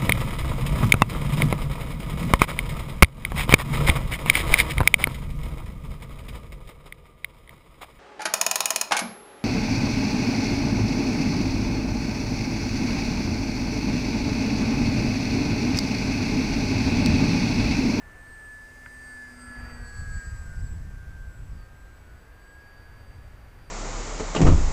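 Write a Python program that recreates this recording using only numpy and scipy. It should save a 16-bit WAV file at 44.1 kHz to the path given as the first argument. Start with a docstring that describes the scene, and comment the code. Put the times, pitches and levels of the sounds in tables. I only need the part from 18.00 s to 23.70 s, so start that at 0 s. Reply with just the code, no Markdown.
"""A small electric model plane curves past over a grassy headland, about seven metres off at its closest.
Shaft-locked sines make its motor whine and propeller hum, and switching tones its controller's whistle;
these sink in pitch as it goes by, while its hiss, shaped noise, swells ahead and behind. Wind noise
buffets the microphone, gliding sines call as small birds in the grass and a struck set of resonances
clicks once nearby. Behind lies the steady noise of distant sea and grass."""
import sys
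import numpy as np
from scipy import signal
from scipy.fft import rfft, irfft
from scipy.io import wavfile
from scipy.ndimage import uniform_filter1d, map_coordinates

SR = 44100
rng = np.random.default_rng(int(sys.argv[2]) if len(sys.argv) > 2 else 0)


def digitize_waveform(pressure):
    """Quantize a signal to 16-bit integers and store it at the path in sys.argv[1].

    Rows of a 2-D input are taken as channels; values are limited to [-1, 1].
    """
    field = np.atleast_2d(pressure).T
    bounded = np.clip(field, -1, 1)
    quanta = np.round(bounded * 32767).astype(np.int16)
    wavfile.write(sys.argv[1], SR, quanta)


N = 251370
TIME = np.arange(N) / SR   # s


def from_db(db):
    """Decibels to gain."""
    return 10 ** (np.asarray(db) / 20)


def rms_one(x):
    """Scale to unit power."""
    return x / np.sqrt(np.mean(x ** 2) + 1e-20)


def in_time(rows):
    """Each column of a curve, joined by straight lines."""
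    s, *columns = np.transpose(rows)
    return [np.interp(TIME, s, column) for column in columns]


def drift(rate_hz):
    """Slow chance of spread 1: white noise through two equal low-pass poles at rate_hz."""
    step = 40   # samples between slow values
    pole = np.exp(-2 * np.pi * rate_hz * step / SR)
    draws = rng.standard_normal(N // step + 2002)
    slow = signal.lfilter([1], [1, -2 * pole, pole * pole], draws)[2000:]   # drop the settling
    return np.interp(np.arange(N) / step, np.arange(len(slow)), rms_one(slow))


def noise(spectrum):
    """Noise of unit power with the given colour, joined over log frequency."""
    hz, db = np.transpose(spectrum)
    bins = np.maximum(np.fft.rfftfreq(N, 1 / SR), 1)
    gain = from_db(np.interp(np.log(bins), np.log(hz), db))
    return rms_one(irfft(rfft(rng.standard_normal(N)) * gain, N))


def tone(cycles, db):
    """A sine of the given rms level, starting anywhere in its cycle."""
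    return np.sqrt(2) * from_db(db) * np.sin(2 * np.pi * (cycles + rng.random()))


# colour of the distant wash: f/Hz, relative level/dB per Hz
FIELD_COLOUR = [(30, 9.5), (120, 6.5), (220, 1), (310, 3.5), (480, 2), (1000, -2.5), (1600, -8),
                (2200, -7.5), (3400, -14), (5000, -18), (7500, -21), (15500, -22)]


def distant_wash(level_db=-57):
    """Distant sea and grass, blended into steady coloured noise."""
    return from_db(level_db) * noise(FIELD_COLOUR)


# breeze in the grass: t/s, level/dB
BREEZE_LEVEL = [(0.0, -56.5), (.7, -61), (2.2, -59), (3.3, -66.5), (4.1, -64), (5.0, -60.5), (5.7, -60)]
# colour of rushing air, in the grass and round the airframe: f/Hz, relative level/dB per Hz
RUSH_COLOUR = [(200, 0), (450, 2.5), (800, 4.5), (1150, 4), (1550, 5.5), (2100, 1), (2800, -6), (3500, -17),
               (8000, -25.5)]


def breeze():
    """Moving air rushes softly through the grass."""
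    return from_db(in_time(BREEZE_LEVEL)[0]) * noise(RUSH_COLOUR)


# gusts at the microphone: t/s, level/dB
GUST_LEVEL = [(0.0, -53), (0.06, -49.5), (1.4, -53), (1.51, -46.5), (1.55, -56), (1.59, -39), (1.87, -38),
              (1.92, -44.5), (2.02, -30.5), (2.05, -37), (2.16, -31), (2.22, -43.5), (2.3, -33.5),
              (2.54, -38.5), (2.62, -30.5), (3.0, -37.5), (3.03, -42), (3.08, -35.5), (3.38, -39.5),
              (3.46, -34), (3.48, -40), (3.54, -33), (3.68, -47), (4.68, -51), (5.08, -45), (5.7, -49)]
# colour of the wind rumble: f/Hz, relative level/dB per Hz
WIND_COLOUR = [(8.8, -5.5), (15, -7), (38, 1), (54, -0.5), (72, -1.5), (110, -8), (204, -23), (241, -31.5),
               (265, -28), (400, -45.5), (520, -76), (880, -120)]


def wind(lump_db=1.5, lump_hz=12):
    """Eddies at the microphone port: a lumpy rumble that follows the gusts."""
    gust_db, = in_time(GUST_LEVEL)
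    eddies = noise(WIND_COLOUR)
    eddies = eddies / np.sqrt(uniform_filter1d(eddies ** 2, size=5000))   # the gust sets the slow level
    return from_db(gust_db + lump_db * drift(lump_hz)) * eddies


# whistles, slurred down: t/s, length/s, start f/Hz, end f/Hz, peak level/dB
WHISTLES = [(0.973, 0.19, 4670, 4500, -66.5), (1.95, 0.1, 4820, 4390, -71), (3.55, 0.12, 4650, 4530, -69.5),
            (5.6, 0.14, 4740, 4510, -71)]
# quick flicks: t/s, length/s, top f/Hz, floor f/Hz it falls towards, share of length rising, peak level/dB
CHIPS = [(.245, 0.078, 4800, 3950, .45, -73), (.31, 0.053, 5030, 4020, 0.22, -72),
         (2.555, 0.03, 5530, 4500, .15, -69), (2.59, .027, 5660, 4600, 0.81, -64),
         (2.635, .055, 5640, 4230, .2, -67), (2.745, 0.05, 5000, 4170, .3, -75),
         (3.503, 0.044, 5700, 4430, .25, -74), (3.545, 0.032, 5250, 4560, 0.24, -74),
         (3.955, 0.028, 5280, 4135, .45, -73), (4.585, 0.049, 5300, 4420, 0.46, -72)]


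def birds(waver=0.0067, waver_hz=57):
    """Near-sine calls: whistles that droop at the end and chips that flick up, then fall."""
    out = np.zeros(N)
    unsteady = 1 + waver * drift(waver_hz)

    def call(u, hz, db):
        swell = 2 * np.sqrt(u * (1 - u))
        return tone(np.cumsum(hz * unsteady) / SR, db) * swell

    for s, length, start_hz, end_hz, db in WHISTLES:
        u = np.clip((TIME - s) / length, 0, 1)
        out += call(u, start_hz + (end_hz - start_hz) * u ** 2, db)
    for s, length, top_hz, floor_hz, rising, db in CHIPS:
        u = np.clip((TIME - s) / length, 0, 1)
        out += call(u, floor_hz + (top_hz - floor_hz) * np.exp(-3.5 * np.abs(u - rising)), db)
    return out


def resonance(x, hz, width_hz):
    """One resonance with gain about 1 on top."""
    r = np.exp(-np.pi * width_hz / SR)
    feedback = [1, -2 * r * np.cos(2 * np.pi * hz / SR), r * r]
    return signal.lfilter((1 - r * r) / 2 * np.array([1, 0, -1]), feedback, x)


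# a small click, its rebound and a faint afterknock: t/s, impulse level/dB
CLICKS = [(0.8610, -37.5), (0.8649, -50), (0.948, -53)]
# the small plastic body it rings: f/Hz, level before the band-pass/dB, 60 dB decay/s
CLICK_MODES = [(960, -6, 0.077), (1454, 2, 0.028), (1600, 4.5, 0.026), (2020, -17, 0.041),
               (2950, -16, 0.006)]


def click(low_hz=1150, high_hz=2900, snap_hz=1800, snap_width_hz=520, snap_db=35):
    """A light contact snaps, and with its rebound rings a plastic body too small to radiate bass."""
    hits = np.zeros(N) + 1e-18
    for s, db in CLICKS:
        hits[round(s * SR)] = from_db(db)
    snap = resonance(resonance(hits, snap_hz, snap_width_hz), snap_hz, snap_width_hz)
    out = from_db(snap_db) * snap
    for hz, db, t60 in CLICK_MODES:
        r = np.exp(-np.log(1000) / (t60 * SR))
        w = 2 * np.pi * hz / SR
        out += from_db(db) * signal.lfilter([0, np.sin(w)], [1, -2 * r * np.cos(w), r * r], hits)
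    body_band = signal.butter(2, [low_hz, high_hz], "band", fs=SR, output="sos")
    return signal.sosfilt(body_band, out)


AIRSPEED_M_PER_S, CLOSEST_M, SOUND_M_PER_S = 13.9, 6.87, 343
# the plane comes in, passes, banks away and turns back: t/s, speed towards the microphone/(m/s)
APPROACH = [(0.0, 13.5), (0.95, 11), (1.27, 8.5), (1.58, 2.5), (1.9, -7), (2.17, -11), (2.65, -13.5),
            (3.4, -13.5), (4.1, -9.5), (5.2, 0), (5.7, 3.5)]


def flight():
    """Doppler factor, distance (m) and angle from the nose (degrees), all from the speed of approach."""
    closing = uniform_filter1d(in_time(APPROACH)[0], size=7000, mode="nearest")   # rounds the corners
    travelled = -np.cumsum(closing) / SR
    metres = CLOSEST_M + travelled - travelled.min()
    angle = np.degrees(np.arccos(np.clip(closing / AIRSPEED_M_PER_S, -1, 1)))
    return 1 + closing / SOUND_M_PER_S, metres, angle


def beam(path, db, aim_deg, half_power_deg, depth_db, falloff):
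    """Level in dB of a directional source on the plane: it sinks with distance and off its aim."""
    _, metres, angle = path
    lobe = .5 ** (((angle - aim_deg) / half_power_deg) ** 2)
    off_aim_db = 10 * np.log10(lobe + (1 - lobe) * from_db(-depth_db) ** 2)
    return db - falloff * 20 * np.log10(metres / CLOSEST_M) + off_aim_db


def through_air(x, flutter_db, flutter_hz, jitter_s):
    """Turbulence along the path makes level and arrival time waver."""
    late = jitter_s * SR * drift(flutter_hz)   # samples
    arriving = map_coordinates(x, [np.arange(N) - late], order=3, mode="nearest")
    return arriving * from_db(flutter_db * drift(flutter_hz))


# beams of the airframe and of the blades ahead and behind: level on aim at closest range/dB,
# aim from the nose/deg, off-aim angle for half power/deg, most lost off aim/dB, power of 1/distance
WHOOSH_BEAM = (-50.5, 90, 11, 8, 2.3)
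HISS_FORE_BEAM = (-57.5, 30.5, 22, 24, 1.05)
HISS_AFT_BEAM = (-55, 163.5, 26, 16, 1.58)
# colour of the blade hiss ahead and behind: f/Hz, relative level/dB per Hz
HISS_FORE_COLOUR = [(2500, -9), (3700, -2), (4700, 1), (6200, 4), (8000, 4.5), (9100, 5.5), (9900, -2.5),
                    (12000, -5), (13200, -13), (16000, -5)]
HISS_AFT_COLOUR = [(2500, -27), (3700, -1), (4700, 8.5), (6200, 8.5), (7300, 5.5), (9000, 1.5),
                   (10500, 2.5), (12000, -4.5), (13200, -12), (16000, -28)]


def airflow(path):
    """The airframe whooshes mostly side-on and near; the blades hiss fore and aft of their plane."""
    whoosh = from_db(beam(path, *WHOOSH_BEAM)) * noise(RUSH_COLOUR)
    hiss_fore = from_db(beam(path, *HISS_FORE_BEAM)) * noise(HISS_FORE_COLOUR)
    hiss_aft = from_db(beam(path, *HISS_AFT_BEAM)) * noise(HISS_AFT_COLOUR)
    return whoosh + hiss_fore + hiss_aft


def scatter(share=0.26, rate_hz=35):
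    """Gain that wavers around 1 by the given share."""
    return 1 + share * drift(rate_hz)


def fade(depth_db=4.5, rate_hz=2.7):
    """Slow random rise and fall of one line, in dB."""
    return depth_db * drift(rate_hz)


# two blades: multiple of shaft f, level relative to the beam/dB
BLADE_ORDERS = [(2, -1), (4, -15.5), (6, -22.5)]
# beams of the hum's fundamental and overtones: columns as for the airframe
HUM_BEAM = (-47, 80.5, 18, 8.5, 1.4)
HUM_OVERTONE_BEAM = (-47.5, 111, 23, 23, 0.9)


def propeller_hum(path, turns):
    """Two blades pass twice a turn; the overtones beam further aft, so they swell later."""
    fundamental_db, overtone_db = beam(path, *HUM_BEAM), beam(path, *HUM_OVERTONE_BEAM)
    out = np.zeros(N)
    for k, db in BLADE_ORDERS:
        beam_db = fundamental_db if k == 2 else overtone_db
        out += tone(k * turns, beam_db + db) * scatter()
    return out


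# uneven magnets: multiple of shaft f, level relative to the buzz/dB, aim from the nose/deg
BUZZ_ORDERS = [(10, -11, 160), (11, -4, 120), (12, -4.5, 113), (13, 1.5, 124), (15, -3.5, 140),
               (16, -7, 140), (17, -6.5, 48), (18, -13, 150), (19, -23, 91), (20, -13.5, 115),
               (21, -25, 85), (22, -19, 151)]


def magnet_buzz(path, turns, level_db=-57.5, half_power_deg=36, depth_db=7.5, falloff=1):
    """Each order has its own aim from the nose, and also rises and falls slowly at random."""
    out = np.zeros(N)
    for k, db, aim_deg in BUZZ_ORDERS:
        order_db = beam(path, level_db + db, aim_deg, half_power_deg, depth_db, falloff) + fade()
        out += tone(k * turns, order_db) * scatter()
    return out


# the magnet whine swells and fades: t/s, level/dB
WHINE_LEVEL = [(0.0, -54.5), (0.54, -44), (0.72, -50.6), (1.23, -42.4), (1.38, -55), (1.53, -43),
               (1.8, -55.5), (1.86, -49), (2.22, -43), (2.34, -52), (2.67, -54), (2.82, -65), (2.91, -58.5),
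               (3.24, -53), (3.45, -65.5), (3.87, -58.5), (4.11, -71.5), (4.56, -53), (5.69, -76)]


def magnet_whine(poles):
    """One cycle for each passing magnet, slightly unsteady in level."""
    return tone(poles, in_time(WHINE_LEVEL)[0]) * scatter(share=0.04)


# aft and fore beams of the thin overtones: columns as for the airframe
RING_BEAM = (-65, 138, 14, 18, 1.7)
RING_FORE_BEAM = (-68.5, 45, 23, 20, 3)


def ring_level(path):
    """The stronger of the aft and fore beams, in dB."""
    return np.maximum(beam(path, *RING_BEAM), beam(path, *RING_FORE_BEAM))


# thin overtones of the motor: multiple of shaft f, level relative to the beam/dB
RING_ORDERS = [(28, -16), (36, -5.5), (42, -5)]


def motor_ring(ring_db, turns):
    """High shaft orders ring thinly, each fading on its own."""
    return sum(tone(k * turns, ring_db + db + fade()) for k, db in RING_ORDERS)


# the switching tone beams in narrow lobes that sweep past: t/s, level/dB
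SWITCH_LEVEL = [(0.0, -88), (0.33, -62.5), (0.51, -62.5), (0.81, -85), (0.96, -62), (1.11, -60),
                (1.26, -70), (1.44, -56), (1.65, -68), (1.77, -61), (1.86, -58.5), (2.19, -55), (2.61, -65),
                (2.67, -58), (3.06, -83), (3.36, -67.5), (3.69, -79), (3.78, -72.5), (4.38, -80),
                (4.53, -67.5), (4.71, -87.6), (5.34, -75.7), (5.43, -86), (5.69, -80.3)]
# the whistle below it is loudest side-on and vanishes tail-on: t/s, level/dB
SIDEBAND_LEVEL = [(0.0, -94), (.55, -73), (1.0, -71.5), (1.25, -63), (1.5, -63), (1.7, -58), (2.22, -66),
                  (2.8, -97), (3.4, -93), (4.4, -76.5), (4.7, -68.5), (5.4, -74.5), (5.7, -78)]


def controller_whistle(ring_db, poles, switches, ripple_db=-17, mirror_db=-2, mirror_harmonic=9):
    """The passing magnets modulate the switching current and put tones below it."""
    switch_db, = in_time(SWITCH_LEVEL)
    sideband_db, = in_time(SIDEBAND_LEVEL)
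    out = tone(switches, switch_db)
    out += tone(switches - 2 * poles, sideband_db)
    out += tone(switches - poles, sideband_db + ripple_db)
    # a whine harmonic beats with the switching tone and gives a steeply gliding line
    return out + tone(mirror_harmonic * poles - switches, ring_db + mirror_db)


MAGNETS, SWITCH_HZ = 14, 8060   # switching rate before Doppler
# the motor eases off in the turn: t/s, shaft f before Doppler/Hz
SHAFT = [(0.0, 120.6), (0.3, 120.8), (0.52, 119.5), (1.0, 121.8), (1.2, 120.4), (2.05, 121.3),
         (2.45, 117.4), (3.25, 116.5), (3.7, 117.6), (4.2, 116.5), (4.6, 119.4), (5.7, 120.8)]


def motor(path):
    """Every line is tied to the turning shaft or to the controller's switching, with Doppler."""
    doppler = path[0]
    shaft_hz, = in_time(SHAFT)
    turns = np.cumsum(shaft_hz * doppler) / SR
    switches = np.cumsum(SWITCH_HZ * doppler) / SR
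    poles = MAGNETS * turns
    ring_db = ring_level(path)
    low = magnet_whine(poles) + propeller_hum(path, turns) + magnet_buzz(path, turns)
    high = controller_whistle(ring_db, poles, switches) + motor_ring(ring_db, turns)
    # both waver in arrival time; only the high lines flutter in level
    low = through_air(low, flutter_db=0.0, flutter_hz=31, jitter_s=4e-6)
    high = through_air(high, flutter_db=2.14, flutter_hz=13.5, jitter_s=3e-6)
    return low + high


def scene():
    """Open air with no echoes: the headland, the wind at the microphone and the plane going by."""
    path = flight()
    headland = distant_wash() + breeze() + wind() + birds() + click()
    plane = airflow(path) + motor(path)
    return (headland + plane)[None]


def record(dry):
    """The top is cut steeply."""
    taps = signal.firwin(801, 15330, fs=SR)   # cutoff in Hz
    return signal.fftconvolve(dry, taps[None], mode="same", axes=1)


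dry = scene()
out = record(dry)
digitize_waveform(out)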